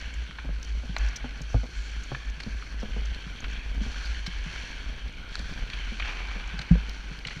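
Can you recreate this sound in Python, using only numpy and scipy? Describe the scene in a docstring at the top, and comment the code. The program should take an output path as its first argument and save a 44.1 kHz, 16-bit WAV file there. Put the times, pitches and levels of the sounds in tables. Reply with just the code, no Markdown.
"""Hockey sled on indoor ice

Heard from the sled. Noise and random ice fractures, filtered, make the blades' hiss, crackle and scrape;
a wandering low sine makes the frame's shudder. Picks click and steel chips the ice as noise bursts in resonators;
the seat knocks and two heavy jolts thump as decaying sines. Shaped noise is the faint air of the hall,
and a decaying noise tail echoes the picks."""
import sys
import numpy as np
from scipy import signal
from scipy.fft import rfft, irfft
from scipy.io import wavfile
from scipy.ndimage import uniform_filter1d, map_coordinates

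SR = 44100
rng = np.random.default_rng(int(sys.argv[2]) if len(sys.argv) > 2 else 0)


def store_wav(level_fs):
    """Save 16-bit WAV to argv[1]."""
    pcm = np.round(np.clip(np.atleast_2d(level_fs), -1, 1) * 32767)
    wavfile.write(sys.argv[1], SR, pcm.T.astype(np.int16))


N = 326340
TIME = np.arange(N) / SR  # seconds

# Steady coasting. Each row: time in seconds, glide level in dB, ice dust level in dB,
# mean sway level in dB.
COAST = [(0, -46, -52, -36), (.35, -53, -59.5, -39), (1.3, -48, -57, -34), (1.68, -52, -53.5, -40),
         (2.2, -51, -59, -34.5), (3.25, -47.5, -59, -40), (3.9, -49, -55, -31), (4.7, -44.5, -51.5, -37),
         (5.17, -48.5, -60, -44), (5.6, -45.5, -55, -36), (6.1, -44.5, -50, -30), (6.5, -44.5, -55.5, -36),
         (7.4, -51.5, -56, -41.5)]
# Strokes press the blades into the ice. Each row: start in seconds, hold end after start in seconds,
# glide level in dB, ice dust level in dB.
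STROKES = [(0, 0.39, -51.5, -64), (0.607, 0.28, -78, -56.5), (0.963, 0.091, -43.5, -52.5),
           (1.451, 0.13, -53, -67), (1.694, 0.48, -49.5, -54), (2.376, 0.31, -62, -54),
           (2.75, 0.61, -51.5, -57), (3.456, 0.11, -45, -57), (3.787, 0.35, -45, -49.5),
           (4.402, 0.25, -51, -52), (5.281, 0.22, -61, -52.5), (5.705, 0.083, -43.5, -55),
           (5.995, 0.096, -42.5, -69), (6.848, 0.11, -54, -55.5), (7.241, 0.1, -49, -53.5)]
# Edges bite sideways and the skid runs out. Each row: start in seconds, rasp level in dB, t60 in seconds.
SKIDS = [(.97, -45.5, 0.37), (3.82, -50.5, 3.7), (4.45, -50, 1.7), (5.715, -47, 0.56), (6.03, -41.5, 4.7),
         (6.06, -43.5, 0.6)]
# Frame resonances. Each row: pitch in Hz, width in Hz, gain in dB.
FRAME_RINGS = [(1481, 186, 0), (1659, 210, -0.5), (2290, 174, -2), (2597, 170, -4), (3136, 340, -2.5),
               (4335, 194, -4), (5740, 1900, -30)]
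# Filter shape of the ice dust. Each row: frequency in Hz, relative gain in dB.
SPRAY_COLOUR = [(2500, -1), (3900, -1.5), (4400, 9.5), (4900, -3.5), (5900, 4), (6700, -6.5), (7400, -10),
                (8000, -18), (10000, -19), (12000, -30.5), (15000, -78)]
# Filter shape of the sideways rasp. Each row: frequency in Hz, relative gain in dB.
SCRAPE_COLOUR = [(250, -3.5), (550, -5), (900, 1), (1250, -0.5), (1750, -2.5), (2400, 4.5), (3300, -9),
                 (5000, -16), (9000, -55)]
# Pitch of the frame's sway. Each row: time in seconds, mean pitch in Hz, rms wander in Hz.
SWAY_PITCH = [(0, 56.15, 3.77), (1.1, 51, 2.84), (3.1, 51.66, 2.8), (3.5, 50.23, 6.47), (5.1, 50.13, 7.1),
              (6.1, 40.44, 7.2), (6.6, 47.94, 6.9), (7.4, 44.4, 4.3)]
# Bumps set the frame swinging. Each row: start in seconds, hold end after start in seconds, sway level in dB.
BUMPS = [(0.147, 0.085, -27.5), (0.452, 0.13, -27), (0.682, 0.11, -25), (0.873, 0.064, -31),
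         (0.988, 0.086, -19.5), (1.752, 0.053, -26), (1.9, 0.075, -32), (2.257, 0.05, -26),
         (2.513, 0.061, -26.5), (2.7, 0.12, -30), (2.902, 0.21, -26), (3.443, 0.028, -24.5),
         (3.93, 0.073, -28.5), (4.076, 0.035, -30), (4.34, 0.1, -29), (4.862, 0.029, -24),
         (5.028, .05, -27.5), (5.373, 0.062, -28.5), (5.75, 0.027, -30), (5.868, 0.024, -28),
         (6.556, 0.033, -30), (7.043, .04, -31)]
# Roughness of the ice under the runners. Each row: time in seconds, mean seat hum level in dB.
RUTS = [(0, -43.5), (1.2, -43.5), (3.6, -40.5), (3.85, -38.5), (4.15, -43.5), (5.2, -41.5), (5.5, -38),
        (6.1, -43), (7.4, -42.5)]
# Filter shape of the seat hum. Each row: frequency in Hz, relative gain in dB.
SEAT_HUM_COLOUR = [(12, 9.5), (28, 15.5), (45, 15), (75, 4), (105, -1), (180, -2), (260, -3.5),
                   (340, -14.5), (450, -11.5), (620, -15.5), (1200, -19.5), (3000, -48.5)]
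# Filter shape of the hall air. Each row: frequency in Hz, relative gain in dB.
HALL_COLOUR = [(100, 7), (400, 0.5), (740, -15), (1100, -22), (2500, -36), (5000, -85), (8000, -23),
               (15000, -38.5)]
# Steel chips or shaves the ice. Each row: start in seconds, peak level in dB, resonator pitch in Hz,
# length in seconds.
CHIPS = [(0.139, -48, 6860, 0.0054), (0.6276, -39.5, 5900, 0.0043), (0.646, -46, 5900, .007),
         (.982, -39, 6200, .007), (1.085, -42.5, 5740, 0.0053), (1.160, -34, 5900, .013),
         (1.417, -43, 6350, 0.0055), (1.493, -51, 5870, 0.071), (1.755, -58, 7040, .15),
         (2.034, -47.5, 6700, 0.0087), (2.299, -47, 6000, 0.0068), (2.8, -48.5, 5840, 0.014),
         (3.056, -41.5, 6140, 0.0037), (3.403, -44.5, 6450, .006), (4.055, -40, 4700, .01),
         (4.262, -42, 5500, 0.016), (6.894, -37.5, 5100, 0.0025), (7.189, -42.5, 4525, 0.0026)]
# Knocks of seat and gear. 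Each row: start in seconds, thud level in dB, thud pitch in Hz, clack level in dB.
KNOCKS = [(0.289, -40.5, 179, -54), (0.446, -37.5, 266, -45), (0.49, -34, 168, -39.5),
          (.835, -41, 240, -44.5), (0.892, -32, 180, -46), (1.243, -32.5, 245, -33), (1.406, -36, 152, -42),
          (1.5437, -30, 260.5, -26.5), (1.557, -27.5, 103, -54), (1.574, -35, 109, -47),
          (1.634, -36, 240, -36.5), (2.117, -31, 134, -31), (2.374, -43, 163, -55),
          (2.463, -30.5, 215, -46), (2.829, -33, 212, -33.5), (2.964, -34.5, 219, -36),
          (3.264, -35.5, 182, -54), (3.762, -43, 263, -64), (3.813, -29.5, 210, -58), (3.86, -40, 235, -62),
          (4.276, -31.5, 177, -63), (4.462, -34, 166, -60), (5.394, -38.5, 176, -46),
          (5.509, -36.5, 164, -61), (5.918, -38, 220, -46), (6.36, -36.5, 192, -42),
          (6.536, -33.5, 175, -49), (6.594, -33, 151, -43), (6.71, -27, 259, -41),
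          (6.7534, -32, 202, -33.5), (7.11, -37.5, 166, -59), (7.181, -42, 150, -58),
          (7.258, -38, 148, -45), (7.365, -33.5, 157, -49)]
# Damped resonances of the seat shell. Each row: pitch in Hz, width in Hz, gain in dB.
SEAT_RINGS = [(480, 160, 3.5), (685, 71, -11), (1400, 640, -8)]
# Picks and sticks strike. Each row: start in seconds, body level in dB before BODY_TRIM_DB,
# body pitch in Hz, body width in Hz, crunch time constant in seconds, steel edge level in dB.
CLICKS = [(0.31, -33.5, 1520, 900, 0.001, -48), (0.386, -30.5, 1500, 600, 0.0043, -55),
          (0.9652, -20, 1050, 1500, 0.001, -31), (2.148, -26, 1680, 280, 0.0036, -56),
          (2.402, -33.5, 2060, 1794, 0.0042, -39.5), (2.434, -38, 2230, 1200, 0.003, -38.5),
          (2.6245, -33.5, 1500, 500, 0.0013, -57), (3.1463, -37, 2800, 1400, 0.0014, -41.5),
          (3.442, -31, 1830, 1000, 0.0049, -46), (4.264, -32.5, 2216, 2204, 0.006, -35),
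          (5.3544, -26.5, 1500, 380, 0.0016, -28.5), (5.392, -41, 3300, 1200, 0.0028, -38),
          (5.7, -33, 2700, 1190, 0.0024, -39), (5.733, -30.5, 2610, 1160, 0.0057, -44),
          (5.9985, -25.5, 2200, 1200, .0045, -44), (6.023, -26, 2452, 454, 0.003, -55),
          (6.053, -32.5, 1150, 900, .005, -51), (6.591, -33.5, 1620, 700, 0.003, -32.5),
          (6.615, -38, 2720, 1210, 0.0043, -38), (6.754, -39.5, 1800, 910, 0.0025, -60),
          (7.2504, -26.5, 2490, 900, 0.0028, -43), (7.27, -35, 2600, 1420, 0.0052, -34.5),
          (7.284, -28, 2630, 1410, 0.0021, -45), (7.307, -34, 1860, 1400, 0.0067, -48)]
# Heavy jolts. Each row: start in seconds, sway level in dB, sway t60 in seconds, thud level in dB,
# boom level in dB; levels are before the soft rise.
JOLTS = [(1.543, -13, 0.37, -9.5, -54), (6.707, -11.5, 0.47, -13, -2.5)]

STROKE_ATTACK_S, STROKE_T60_S = 0.048, 0.8
SKID_ATTACK_S, COAST_RASP_DB = 0.018, -7.5  # coasting rasp relative to the coasting glide
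CHATTER_DB, CHATTER_RATE_HZ = 0.5, 55  # the edge grips and lets go
SQUEAL_HZ, SQUEAL_WIDTH_HZ, SQUEAL_DB = 2480, 260, -17.5  # level relative to the rasp
CRACKLE_PER_S, CRACKLE_DB = 70, -12.5  # nominal rate; level relative to glide, spray and rasp
BUMP_ATTACK_S, BUMP_T60_S, SWAY_FLUTTER_DB = 0.022, 0.18, 3.5
HALL_AIR_DB, HALL_T60_S, HALL_ECHO_DB = -56.5, 1.6, -12.0
BODY_TRIM_DB = -3.0
STEEL_HZ, STEEL_WIDTH_HZ = 4200, 400  # ring of the pick's tip
TICKS_PER_S, TICKS_DB, TICKS_T60_S = 540, -11, 0.034  # crumbs of ice that snap after a strike
JOLT_SWAY_HZ = 51
JOLT_THUD, JOLT_BOOM, JOLT_SHELL = (112, 0.07), (170, 0.12), (735, 0.082)  # (Hz, t60 in seconds)
CUTOFF_HZ = 14800


def from_db(db):
    """Amplitude factor of a level in dB."""
    return 10 ** (np.asarray(db) / 20)


def rms_one(x):
    """Scale to rms 1."""
    return x / np.sqrt(np.mean(x ** 2) + 1e-20)


def peak_one(x, size):
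    """Scale so that the loudest stretch of size samples has rms 1."""
    return x / np.sqrt(uniform_filter1d(x ** 2, size).max() + 1e-20)


def in_time(rows):
    """Interpolate each column of a curve at every sample."""
    s, *columns = np.transpose(rows)
    return [np.interp(TIME, s, column) for column in columns]


def add(track, s, sound):
    """Mix a sound in at s seconds."""
    at = max(round(s * SR), 0)
    track[at:at + len(sound)] += sound[:N - at]


def coloured(x, points):
    """Filter a steady sound to a gain curve over log frequency; rms 1."""
    hz, db = np.transpose(points)
    bins_hz = np.maximum(np.fft.rfftfreq(N, 1 / SR), 1)
    gain = from_db(np.interp(np.log(bins_hz), np.log(hz), db))
    return rms_one(irfft(rfft(x) * gain, N))


def drift(rate_hz):
    """Slow random curve, low-passed noise of rms 1."""
    bins_hz = np.fft.rfftfreq(N, 1 / SR)
    return rms_one(irfft(rfft(rng.standard_normal(N)) / (1 + (bins_hz / rate_hz) ** 2), N))


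def resonate(x, hz, width_hz):
    """Two-pole resonance with gain 1 on top."""
    r = np.exp(-np.pi * width_hz / SR)
    zeros = np.array([1, 0, -1]) * (1 - r * r) / 2
    poles = [1, -2 * r * np.cos(2 * np.pi * hz / SR), r * r]
    return signal.lfilter(zeros, poles, x)


def cut(x, hz, kind, order=2):
    """Butterworth low-pass or high-pass."""
    return signal.sosfilt(signal.butter(order, min(hz, SR / 2 - 100), kind, fs=SR, output="sos"), x)


def mode(t, hz, t60_s):
    """A struck mode: a sine that falls 60 dB in t60_s."""
    return np.sin(2 * np.pi * hz * t) * from_db(-60 * t / t60_s)


def swell(s, db, attack_s, hold_s, t60_s):
    """Power of one gesture: rises, holds until hold_s after its start, then decays."""
    t = TIME - s
    rise = np.clip(t / attack_s, 0, 1)
    decay = np.clip((t - hold_s) / t60_s, 0, 2)
    return (rise * from_db(db - 60 * decay)) ** 2


def wander(x, share, rate_hz):
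    """Vary the reading speed of a steady sound, so its pitch drifts by an rms share of itself."""
    place = np.cumsum(1 + share * drift(rate_hz)) % N
    return map_coordinates(x, [place], order=3, mode="wrap")


def friction(per_s, spread_db, smooth_db):
    """Tiny ice fractures of random sign and size, over a smooth rub of white noise."""
    sizes = from_db(spread_db * np.minimum(rng.exponential(1, N), 4)) * rng.choice([-1, 1], N)
    fractures = sizes * (rng.random(N) < per_s / SR)
    return rms_one(fractures) + from_db(smooth_db) * rng.standard_normal(N)


def frame(x, waver_db=0):
    """Parallel frame resonances of alternating sign; waver_db makes each drift in level."""
    rings = [(-1) ** k * from_db(db) * resonate(x, hz, width_hz)
             for k, (hz, width_hz, db) in enumerate(FRAME_RINGS)]
    if waver_db:
        rings = [ring * from_db(waver_db * drift(4.9)) for ring in rings]
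    return sum(rings)


def glide():
    """Runners rub on ice and sing through the frame; rms 1."""
    rub = friction(per_s=1100, spread_db=3.0, smooth_db=1.5)
    sung = wander(frame(rub, waver_db=1.5), share=0.02, rate_hz=6)
    return rms_one(cut(cut(sung, 1310, "high", order=4), 3410, "low", order=4))


def spray():
    """Ice dust thrown by the blades: coloured fracture noise; rms 1."""
    return coloured(friction(per_s=510, spread_db=6.5, smooth_db=9.5), SPRAY_COLOUR)


def scrape():
    """A sideways edge rasps, sings in a narrow resonance and chatters in level."""
    slips = friction(per_s=700, spread_db=2.0, smooth_db=1)
    squeal = rms_one(resonate(slips, SQUEAL_HZ, SQUEAL_WIDTH_HZ))
    squeal = wander(squeal, share=0.05, rate_hz=8)
    rasp = coloured(slips, SCRAPE_COLOUR)
    return (rasp + from_db(SQUEAL_DB) * squeal) * from_db(CHATTER_DB * drift(CHATTER_RATE_HZ))


def crackle(spread_db=5.0, cycles=7, low_hz=1400, high_hz=6500, clump_db=6, count=12):
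    """Ice splinters snap in clumps, each impulse dealt to one of several resonators; rms 1."""
    per_s = CRACKLE_PER_S * from_db(clump_db * drift(17))
    sizes = from_db(spread_db * np.minimum(rng.exponential(1, N), 2)) * (rng.random(N) < per_s / SR)
    dealt = rng.integers(0, count, N)
    snaps = np.zeros(N)
    for k, hz in enumerate(np.geomspace(low_hz, high_hz, count)):
        hits = sizes * (dealt == k) + 1e-18  # offset avoids denormals
        snaps += resonate(hits, hz, hz / cycles) * low_hz / hz
    return rms_one(cut(snaps, high_hz, "low", order=4))


def blades():
    """Coasting, strokes and skids add in power and set the levels of the blade sounds."""
    glide_db, dust_db, _ = in_time(COAST)
    glide_power = from_db(glide_db) ** 2
    spray_power = from_db(dust_db) ** 2
    scrape_power = from_db(glide_db + COAST_RASP_DB) ** 2
    for s, hold_s, stroke_db, stroke_dust_db in STROKES:
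        glide_power += swell(s, stroke_db, STROKE_ATTACK_S, hold_s, STROKE_T60_S)
        spray_power += swell(s, stroke_dust_db, STROKE_ATTACK_S, hold_s, STROKE_T60_S)
    for s, rasp_db, t60_s in SKIDS:
        scrape_power += swell(s, rasp_db, SKID_ATTACK_S, SKID_ATTACK_S, t60_s)
    bite = from_db(1.0 * drift(42))  # uneven ice
    rub = glide() * np.sqrt(glide_power) + spray() * np.sqrt(spray_power) + scrape() * np.sqrt(scrape_power)
    splinters = from_db(CRACKLE_DB) * crackle() * np.sqrt(glide_power + spray_power + scrape_power)
    return bite * rub + splinters


def shudder():
    """Bumps swell the frame's wandering low sine; sparse fractures patter softly through the seat."""
    _, _, coast_db = in_time(COAST)
    hz, wander_hz = in_time(SWAY_PITCH)
    hum_db, = in_time(RUTS)
    power = from_db(coast_db + SWAY_FLUTTER_DB * drift(13.4)) ** 2
    for s, hold_s, db in BUMPS:
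        power += swell(s, db, BUMP_ATTACK_S, hold_s, BUMP_T60_S)
    sway = np.sin(2 * np.pi * np.cumsum(hz + wander_hz * drift(23.4)) / SR)
    hum = coloured(friction(per_s=30, spread_db=0.0, smooth_db=-2.0), SEAT_HUM_COLOUR)
    return sway * np.sqrt(power) + hum * from_db(hum_db + 0.98 * drift(1.6))


def hall_air():
    """Faint steady air of the big hall: coloured white noise."""
    return from_db(HALL_AIR_DB) * coloured(rng.standard_normal(N), HALL_COLOUR)


def chips(grit_db=-38, width_hz=700, top_ratio=0.91):
    """Steel slips on ice: a noise burst rings as a gritty chirp, or as a thin hiss when longer."""
    out, t = np.zeros(N), TIME[:SR // 2]
    for s, db, hz, length_s in CHIPS:
        slip = rng.standard_normal(len(t)) * np.exp(-(t / length_s) ** 4)
        chirp = cut(resonate(slip, hz, width_hz), hz * top_ratio, "low", order=4)
        chip = chirp + from_db(grit_db) * cut(slip, 2500, "high")
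        add(out, s, from_db(db) * peak_one(chip, size=88))
    return out


def knocks(rub_db=-22, rub_s=0.0089, tail_db=-15, tail_s=0.025, thud_t60_s=0.11, pad_s=0.0025,
           flesh_db=-6, flesh_hz=120, shell_top_hz=1300):
    """A padded, ragged contact rings a low thud, shakes the seat broadly and clacks its damped shell."""
    out, t = np.zeros(N), TIME[:SR // 5]
    for s, thud_db, hz, clack_db in KNOCKS:
        rub_decay = np.exp(-t / rub_s) + from_db(tail_db) * np.exp(-t / tail_s)
        contact = from_db(rub_db) * rng.standard_normal(len(t)) * rub_decay
        contact[0] += 1
        flesh = peak_one(cut(resonate(contact, flesh_hz, flesh_hz), 2 * hz, "low"), size=220)
        pad_rise = 1 - np.exp(-(t / pad_s) ** 2)
        thud = (mode(t, hz, thud_t60_s) + from_db(flesh_db) * flesh) * pad_rise
        shell = sum(from_db(db) * resonate(contact, ring_hz, width_hz) for ring_hz, width_hz, db in SEAT_RINGS)
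        clack = cut(shell, shell_top_hz, "low", order=4)
        add(out, s, from_db(thud_db) * peak_one(thud, size=220))
        add(out, s, from_db(clack_db) * peak_one(clack, size=130))
    return out


def picks(snap=6, frame_db=-15):
    """Snap, short crunch and after-ticks: the shaft gives the body, the steel tip a ringing edge."""
    out, t = np.zeros(N), TIME[:SR // 8]
    for s, body_db, hz, width_hz, crunch_s, steel_db in CLICKS:
        crunch = t / crunch_s * np.exp(1 - 2 * t / crunch_s) * 2
        ticks = (rng.random(len(t)) < TICKS_PER_S / SR) * np.sqrt(SR / TICKS_PER_S)
        ticks = ticks * rng.standard_normal(len(t)) * from_db(TICKS_DB - 60 * t / TICKS_T60_S)
        blow = rng.standard_normal(len(t)) * crunch + ticks
        blow[0] += snap
        body = resonate(blow, hz, width_hz) + from_db(frame_db) * frame(blow)
        body = cut(cut(body, 430, "high"), 2950, "low", order=4)
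        edge = resonate(blow, STEEL_HZ, STEEL_WIDTH_HZ)
        edge = cut(cut(edge, 3400, "high"), 8000, "low", order=4)
        add(out, s, from_db(body_db + BODY_TRIM_DB) * peak_one(body, size=88))
        add(out, s, from_db(steel_db) * peak_one(edge, size=88))
    return out


def hall_echo(x):
    """Long, dull, diffuse tail of the rink: convolution with decaying low-passed noise of unit energy."""
    t = TIME[:2 * SR]
    tail = cut(rng.standard_normal(len(t)), 4100, "low")
    tail = tail * from_db(-60 * t / HALL_T60_S) * (1 - np.exp(-t / 0.028))
    return signal.fftconvolve(x, tail / np.sqrt(np.sum(tail ** 2)))[:N]


def jolts(rise_s=0.0064, shell_db=-34):
    """A soft heavy blow: thud, boom and faint shell ring die away while the sled sways on."""
    out, t = np.zeros(N), TIME[:SR // 2]
    for s, sway_db, sway_t60_s, thud_db, boom_db in JOLTS:
        swing = from_db(sway_db) * mode(t, JOLT_SWAY_HZ, sway_t60_s)
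        swing -= from_db(thud_db) * mode(t, *JOLT_THUD)
        swing += from_db(boom_db) * mode(t, *JOLT_BOOM)
        swing += from_db(shell_db) * mode(t, *JOLT_SHELL)
        add(out, s, swing * (1 - np.exp(-(t / rise_s) ** 2)))
    return out


def scene():
    """The sled close by, the hall around it; only the picks feed the echo."""
    strikes = picks()
    sled = blades() + shudder() + chips() + knocks() + strikes + jolts()
    hall = hall_air() + from_db(HALL_ECHO_DB) * hall_echo(strikes)
    return (sled + hall)[None]


def record(dry):
    """Steep elliptic low-pass at CUTOFF_HZ."""
    return signal.sosfilt(signal.ellip(10, 0.1, 80, CUTOFF_HZ, fs=SR, output="sos"), dry)


dry = scene()
out = record(dry)
store_wav(out)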